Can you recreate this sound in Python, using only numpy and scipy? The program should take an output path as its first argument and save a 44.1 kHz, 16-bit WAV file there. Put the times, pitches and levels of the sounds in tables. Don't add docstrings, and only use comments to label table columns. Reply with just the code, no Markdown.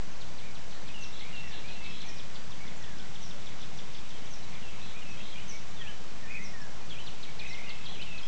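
import sys
import numpy as np
from scipy import signal
from scipy.io import wavfile
from scipy.ndimage import uniform_filter1d

SR = 44100
rng = np.random.default_rng(int(sys.argv[2]) if len(sys.argv) > 2 else 0)


def convert_level_to_amplitude(level_db):
    exponent = np.asarray(level_db, float) / 20
    return 10 ** exponent


def transcribe(u):
    v = np.clip(np.atleast_2d(u).T, -1, 1)
    q = np.round(v * 32767).astype(np.int16)
    wavfile.write(sys.argv[1], SR, q)


N = 364707


def evened(x):
    return x / np.sqrt(np.mean(x ** 2) + 1e-20)


def read(points, hz):
    f, value = np.transpose(points)
    return np.interp(np.log(hz + 1), np.log(f + 1), value)


def add(mix, s, sound):
    part = mix[round(s * SR):][:len(sound)]
    part += sound[:len(part)]


def tone(hz, db):
    phase = 2 * np.pi * np.cumsum(hz) / SR
    return np.sqrt(2) * convert_level_to_amplitude(db) * np.sin(phase)


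def wander(size):
    smooth = uniform_filter1d(rng.standard_normal(N), size)
    return evened(uniform_filter1d(smooth, size))


def echoes(decays, order):
    spacing = 22
    taps = np.zeros(SR // 2)
    at = np.arange(order, len(taps) - spacing, spacing)
    taps[at + rng.integers(0, spacing, len(at))] = rng.choice([-1., 1.], len(at))
    hz, t, z = signal.stft(taps, SR, nperseg=128)
    decay_db = -60 * t / read(decays, hz)[:, None]
    tail = signal.istft(z * convert_level_to_amplitude(decay_db), SR, nperseg=128)[1]
    return tail / np.linalg.norm(tail)


def trees(scatter_db=-99):
    # f/Hz, t60/s
    trunks = [(1500, .55), (3500, .45), (6500, .42)]
    # f/Hz, t60/s
    twigs = [(1500, .05), (6500, .04)]
    return echoes(trunks, order=300) + convert_level_to_amplitude(scatter_db) * echoes(twigs, order=20)


def through_trees(x, wet_db, scatter_db, flutter_db):
    turn = 2 * np.pi * 1.3 * np.arange(N) / SR
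    echo = np.zeros(N)
    for k in range(3):
        share = np.sqrt(2 / 3) * np.cos(turn + k * np.pi / 3)
        echo += signal.oaconvolve(x * share, trees(scatter_db - wet_db))[:N]
    direct = x * convert_level_to_amplitude(flutter_db * wander(size=100))
    return direct + convert_level_to_amplitude(wet_db) * echo


def air():
    # f/Hz, level/dB per Hz
    hum_colour = [(20, -75.5), (68, -70), (100, -78.5), (130, -74.5), (190, -71), (245, -82), (500, -82),
                  (1000, -84.5), (1500, -87), (2500, -89.5), (3600, -91.5), (4600, -93.5), (6000, -94),
                  (7300, -106)]
    frames, hz = N // 256 + 5, np.fft.rfftfreq(1024, 1 / SR)
    a, b, patches = rng.standard_normal((frames, 513, 3)).T
    patches = uniform_filter1d(patches, size=10, axis=0)
    patches = evened(uniform_filter1d(patches, size=12, axis=1))
    colour = convert_level_to_amplitude(read(hum_colour, hz)) * (hz < 8000) * (hz > 0)
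    z = (a + 1j * b) * colour[:, None] * convert_level_to_amplitude(.9 * patches)
    noise = signal.istft(z, nperseg=1024, noverlap=768)[1][:N]
    return np.sqrt(np.sum(colour ** 2) * hz[1]) * evened(noise)


def crowd(count):
    # t/s, level/dB
    crowd_swell = [(0, -66.5), (.7, -66), (1.2, -57), (2.1, -55), (2.7, -64), (3.4, -57), (4.2, -58),
                   (4.9, -57), (5.5, -55.5), (6.0, -63.5), (6.8, -68), (7.2, -57), (7.8, -55), (8.27, -56)]
    out = np.zeros(N)
    for when, pitch, glide, span in rng.random((count, 4)):
        length = .01 + .02 * span
        u = np.linspace(0, 1, int(length * SR))
        hz = 2200 * 2.1 ** pitch * (1 - (.12 + .25 * glide) * u)
        add(out, when * N / SR, np.sin(np.pi * u) * tone(hz, 0))
    haze = signal.oaconvolve(out, trees())[:N]
    return evened(haze) * convert_level_to_amplitude(np.interp(np.arange(N) / SR, *np.transpose(crowd_swell)))


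def whistles():
    # t/s, length/s, from f/Hz, to f/Hz, level/dB
    strokes = [(.112, .02, 6470, 6200, -64.5), (1.124, .03, 3370, 4140, -55),
               (1.513, .034, 3270, 4170, -53), (2.763, .021, 7510, 7020, -57.5),
               (4.423, .03, 4150, 3846, -56.5), (4.485, .027, 4690, 4210, -61),
               (4.808, .03, 3286, 4097, -57), (5.1, .03, 6100, 5410, -60), (5.679, .05, 7250, 6900, -63),
               (5.76, .025, 3750, 3505, -57.5), (6.61, .025, 5680, 5180, -62.5),
               (5.2, .02, 2610, 2723, -53)]
    # t/s, length/s, from f/Hz, to f/Hz, level/dB
    slides = [(.74, .06, 1875, 1785, -58.5), (1.205, .125, 2060, 2560, -54), (1.275, .06, 2200, 2003, -58),
              (1.428, .14, 2047, 1667, -56.5), (2.073, .045, 1950, 1834, -57),
              (2.648, .055, 1948, 2150, -58), (2.805, .27, 1968, 1434, -60), (3.295, .12, 630, 537, -60),
              (5.8, .125, 1920, 1645, -56), (6.383, .068, 1937, 2170, -50), (6.53, .145, 1927, 1633, -55.5),
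              (7.505, .058, 2034, 2145, -49), (7.668, .07, 1959, 2170, -52)]
    # t/s, length/s, ends f/Hz, middle f/Hz, level/dB
    arches = [(.405, .105, 2060, 2414, -57.5), (1.109, .115, 2730, 2757, -64.5),
              (1.53, .085, 2732, 2740, -57.5), (1.805, .115, 1995, 2296, -57.5),
              (2.6, .066, 2230, 2244, -53), (4.116, .067, 3150, 3210, -60), (5.166, .11, 3197, 3260, -57),
              (1.905, .1, 3220, 3260, -58), (6.415, .045, 2447, 2510, -57.5), (6.08, .06, 2488, 2433, -63),
              (6.224, .07, 1938, 1760, -55), (6.272, .032, 2358, 2500, -53), (6.292, .09, 2000, 2250, -55),
              (6.3, .04, 2330, 2520, -49.5), (6.341, .042, 2200, 2560, -47.5), (6.81, .06, 2444, 2427, -61),
              (7.0, .07, 3950, 3980, -62.5), (7.27, .035, 2226, 2270, -55), (7.39, .045, 2282, 2470, -50.5),
              (7.432, .058, 2152, 2600, -48), (7.485, .05, 2397, 2575, -55), (7.63, .045, 2415, 2500, -52),
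              (8.215, .055, 5190, 5140, -60.5)]
    # t/s, length/s, entry f/Hz, held f/Hz, level/dB
    scoops = [(.855, .065, 2242, 2630, -59.5), (1.638, .087, 2200, 2547, -54.5),
              (2.035, .15, 2227, 2481, -56), (4.935, .075, 2143, 2528, -54), (5.338, .068, 2272, 2500, -52),
              (5.375, .055, 2698, 3060, -55), (5.512, .07, 2108, 2322, -55), (7.841, .06, 3150, 3360, -52),
              (8.225, .045, 3183, 3380, -51.5)]
    # t/s, length/s, entry f/Hz, held f/Hz, level/dB
    drops = [(.94, .15, 2960, 2750, -51.5), (1.326, .17, 2920, 2741, -51), (1.722, .255, 2950, 2690, -54),
             (4.62, .245, 2930, 2690, -57), (5.008, .21, 3200, 2613, -55), (7.665, .19, 2850, 2678, -54),
             (8.06, .15, 2950, 2631, -51), (5.322, .043, 3300, 3190, -54)]
    settle_s, sag_per_s, slide_power = .02, .17, 1.45
    held_fade, slide_fade = 14.5, 15
    accent_db, accent_s, edge_s = 3, .015, .005

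    def settling(t, u):
        return np.exp(-t / settle_s)

    def sliding(t, u):
        return (1 - u) ** slide_power

    def arching(t, u):
        return (2 * u - 1) ** 2

    out, waver = np.zeros(N), wander(size=200)
    laws = [(drops + scoops, settling, sag_per_s, held_fade),
            (slides + strokes, sliding, 0, slide_fade),
            (arches, arching, 0, 0)]
    for notes, law, sag, fade_db in laws:
        for s, length, first_hz, second_hz, db in notes:
            start = round(s * SR)
            t = np.arange(0, length, 1 / SR)[:N - start]
            u = t / length
            hz = (second_hz + (first_hz - second_hz) * law(t, u)) * (1 - sag * t)
            hz = hz * (1 + .008 * waver[start:][:len(u)])
            swell_db = 1 + accent_db * np.exp(-t / accent_s) - fade_db * t - 4 * (u - .4) ** 2
            edges = np.minimum(np.minimum(u, 1 - u) * length / edge_s, 1)
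            add(out, s, edges * tone(hz, db + swell_db))
    return out


def chips(events, shape):
    ms, hz, shape_db = np.transpose(shape)
    t, out = np.arange(ms[0], ms[-1], 1000 / SR), np.zeros(N)
    track = uniform_filter1d(np.interp(t, ms, hz), size=90)
    height = np.linspace(1, -1, len(t))
    envelope = signal.windows.tukey(len(t), .12)
    pitches = rng.normal(1, .006, len(events))
    for (s, db, *turn), pitch in zip(events, pitches):
        tilt_db, ends_db = turn or (0, 0)
        colour_db = np.interp(t, ms, shape_db) + tilt_db * height - ends_db * height ** 2
        add(out, s + ms[0] / 1000, envelope * tone(track * pitch, db + colour_db))
    return out


def near_chips():
    # t/s, level/dB, tilt to the high start/dB, loss at both ends/dB
    steep_chips = [(0.213, -51, 4, 1.5), (0.383, -52, 0, 2), (0.55, -53.5, -0.5, 2.5), (0.713, -53, 0, 2.5),
                   (0.875, -50, 0.5, 4.5), (1.035, -51, 1.5, 1.5), (1.196, -49, 0.5, 4.5),
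                   (1.355, -51, -1, 2.5), (1.515, -53.5, 0.5, 3.5), (1.68, -51.5, 3, 3),
                   (1.842, -49.5, 1.5, 5.5), (2.005, -50.5, 1.5, 3.5), (6.9, -49.5, -1, 3),
                   (7.067, -46, 2, 4.5), (7.231, -48.5, 1.5, -4), (7.394, -47, 2, -1),
                   (7.532, -47.5, 2.5, 3.5), (7.696, -47, 4, 2.5), (7.858, -46.5, 4, 5), (8.019, -48, 4, 3),
                   (8.181, -49, 2.5, 3.5)]
    # t from the beat/ms, f/Hz, level/dB
    steep_sweep = [(-5.5, 5600, -16.5), (-2.5, 4700, -4), (2, 4050, 1.2), (9, 3450, -1.3), (18, 2980, -2.5),
                   (24.5, 2350, -6), (32, 1600, -15)]
    # t/s, level/dB
    kinked_chips = [(2.031, -46.5), (2.198, -45.5), (2.358, -49), (2.521, -47), (2.68, -49), (2.839, -47),
                    (2.997, -47), (3.156, -47), (3.232, -52), (3.312, -47), (3.425, -51), (3.472, -46.5),
                    (3.61, -51.5), (3.63, -47), (3.789, -45.5), (3.949, -47.5), (3.985, -50.5),
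                    (4.107, -49), (4.272, -51), (4.55, -50)]
    # t from the beat/ms, f/Hz, level/dB
    kinked_sweep = [(-17, 7000, -22), (-12.5, 5600, -2), (-10.5, 4400, -12.5), (-4.5, 3850, -11.5),
                    (0.5, 3520, 0.5), (7, 3150, -5.5), (13.5, 2200, -16)]
    return chips(steep_chips, steep_sweep) + chips(kinked_chips, kinked_sweep)


def buzzes(notes, per_s):
    out, unsteady = np.zeros(N), wander(size=120)
    for s, length, hz, swing_hz, db in notes:
        n = int(length * SR)
        rate = per_s * (1 + .3 * unsteady[round(s * SR):][:n])
        turns = np.cumsum(rate) / SR
        track = hz - swing_hz * np.cos(2 * np.pi * turns)
        fade_db = np.linspace(2.5, -1.6, n)
        add(out, s, signal.windows.tukey(n, .45) * tone(track, db + fade_db))
    return out


def rasps():
    # t/s, length/s, centre f/Hz, swing f/Hz, level/dB
    far_rasps = [(.724, .045, 4070, 304, -58), (1.365, .04, 3810, 450, -58), (1.47, .03, 5510, 398, -61),
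                 (1.69, .07, 3764, 412, -56.5), (1.85, .032, 3626, 609, -53), (1.88, .086, 5255, 252, -63),
                 (2.01, .05, 3703, 503, -54), (2.165, 0.027, 4510, 782, -56),
                 (2.339, .043, 4340, 585, -56.5), (3.591, .065, 4060, 502, -59),
                 (3.77, .03, 4975, 878, -57.5), (3.935, .056, 4935, 410, -60.5),
                 (4.68, .035, 3035, 299, -56), (7.461, .04, 3870, 189.5, -55)]
    return buzzes(far_rasps, per_s=75)


def slurs():
    # t/s, level/dB, tilt to the high start/dB, loss at both ends/dB
    slur_calls = [(1.023, -53.5, 1.7, 0.5), (2.072, -55, -2, 1), (3.225, -54, -0.7, 2), (4.32, -55, 3, 0.5),
                  (5.495, -49, 5, 4.5), (6.437, -53.5, -2.5, 3.5), (7.483, -55.5, -2.5, 3)]
    # t from the beat/ms, f/Hz, level/dB
    slur_sweep = [(-17.5, 6300, -6), (-5.5, 6230, -1.5), (8, 5800, -3), (16, 5580, 1.5), (24, 5420, 1),
                  (31, 5150, -3.5), (37, 5400, -14.5)]
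    return chips(slur_calls, slur_sweep)


def trills():
    # t/s, length/s, level/dB
    trill_ends = [(1.13, .125, -55), (1.525, .08, -53), (1.905, .11, -54.5), (4.813, .12, -55.5),
                  (5.21, .15, -56.5), (7.865, .065, -51.5)]
    centre_hz, swing_hz = 3693, 431.5
    return buzzes([(s, length, centre_hz, swing_hz, db) for s, length, db in trill_ends], per_s=63)


def warbles():
    # t/s, length/s, centre f/Hz, swing f/Hz, level/dB
    rough_warbles = [
        (4.51, .1, 2234, 217, -57),
        (6.33, .065, 2400, 200.3, -53.5),
        (7.43, .058, 2248, 240, -51),
        (7.57, .055, 2186, 170, -50.5),
        (8.005, .05, 2490, 201, -53),
    ]
    return buzzes(rough_warbles, per_s=55)


def vees():
    # t of the lowest point/s, level/dB
    vee_calls = [
        (5.848, -47.5),
        (6.959, -49),
        (7.979, -48.5),
    ]
    # t from the lowest point/ms, f/Hz, level/dB
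    vee_sweep = [(-68, 3560, -10), (-58, 3470, -3), (-28, 3220, 2), (-12, 2600, -8), (-2, 2320, -7),
                 (16, 2470, -1.5), (37, 3000, 2.5), (52, 3080, 0.8), (61.5, 3110, -8.5)]
    return chips(vee_calls, vee_sweep)


def scene():
    birds = through_trees(near_chips(), wet_db=-3, scatter_db=-3, flutter_db=0.9)
    songs = whistles() + vees() + warbles()
    birds += through_trees(songs, wet_db=-5, scatter_db=-11, flutter_db=3.0)
    birds += through_trees(slurs(), wet_db=1.9, scatter_db=-3.0, flutter_db=1.5)
    birds += through_trees(trills() + rasps(), wet_db=-0.8, scatter_db=-3, flutter_db=0.5)
    return (birds + crowd(count=2500) + air())[None]


def roll_off(x):
    return signal.sosfilt(signal.butter(12, 8810, fs=SR, output="sos"), x)


def record(dry):
    # f/Hz, level/dB
    camera_whine = [(5939.8, -71.5), (7648, -83), (7677.6, -74), (7707, -73.5), (7736.5, -83)]
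    bit_step, zero_offset = 1 / 128 / np.sqrt(2), -.0752
    whine = sum(tone(np.full(N, hz), db) for hz, db in camera_whine)
    sampled = signal.resample_poly(dry[0] + whine, 160, 441, window=("kaiser", 12))
    rounded = bit_step * np.round((sampled + zero_offset) / bit_step)
    soft = signal.firwin(32 * 441 + 1, 1 / 441, window=("kaiser", 9))
    lifted = signal.resample_poly(rounded, 441, 160, window=soft, padtype="mean")[:N]
    return roll_off(lifted[None])


dry = scene()
out = record(dry)
transcribe(out)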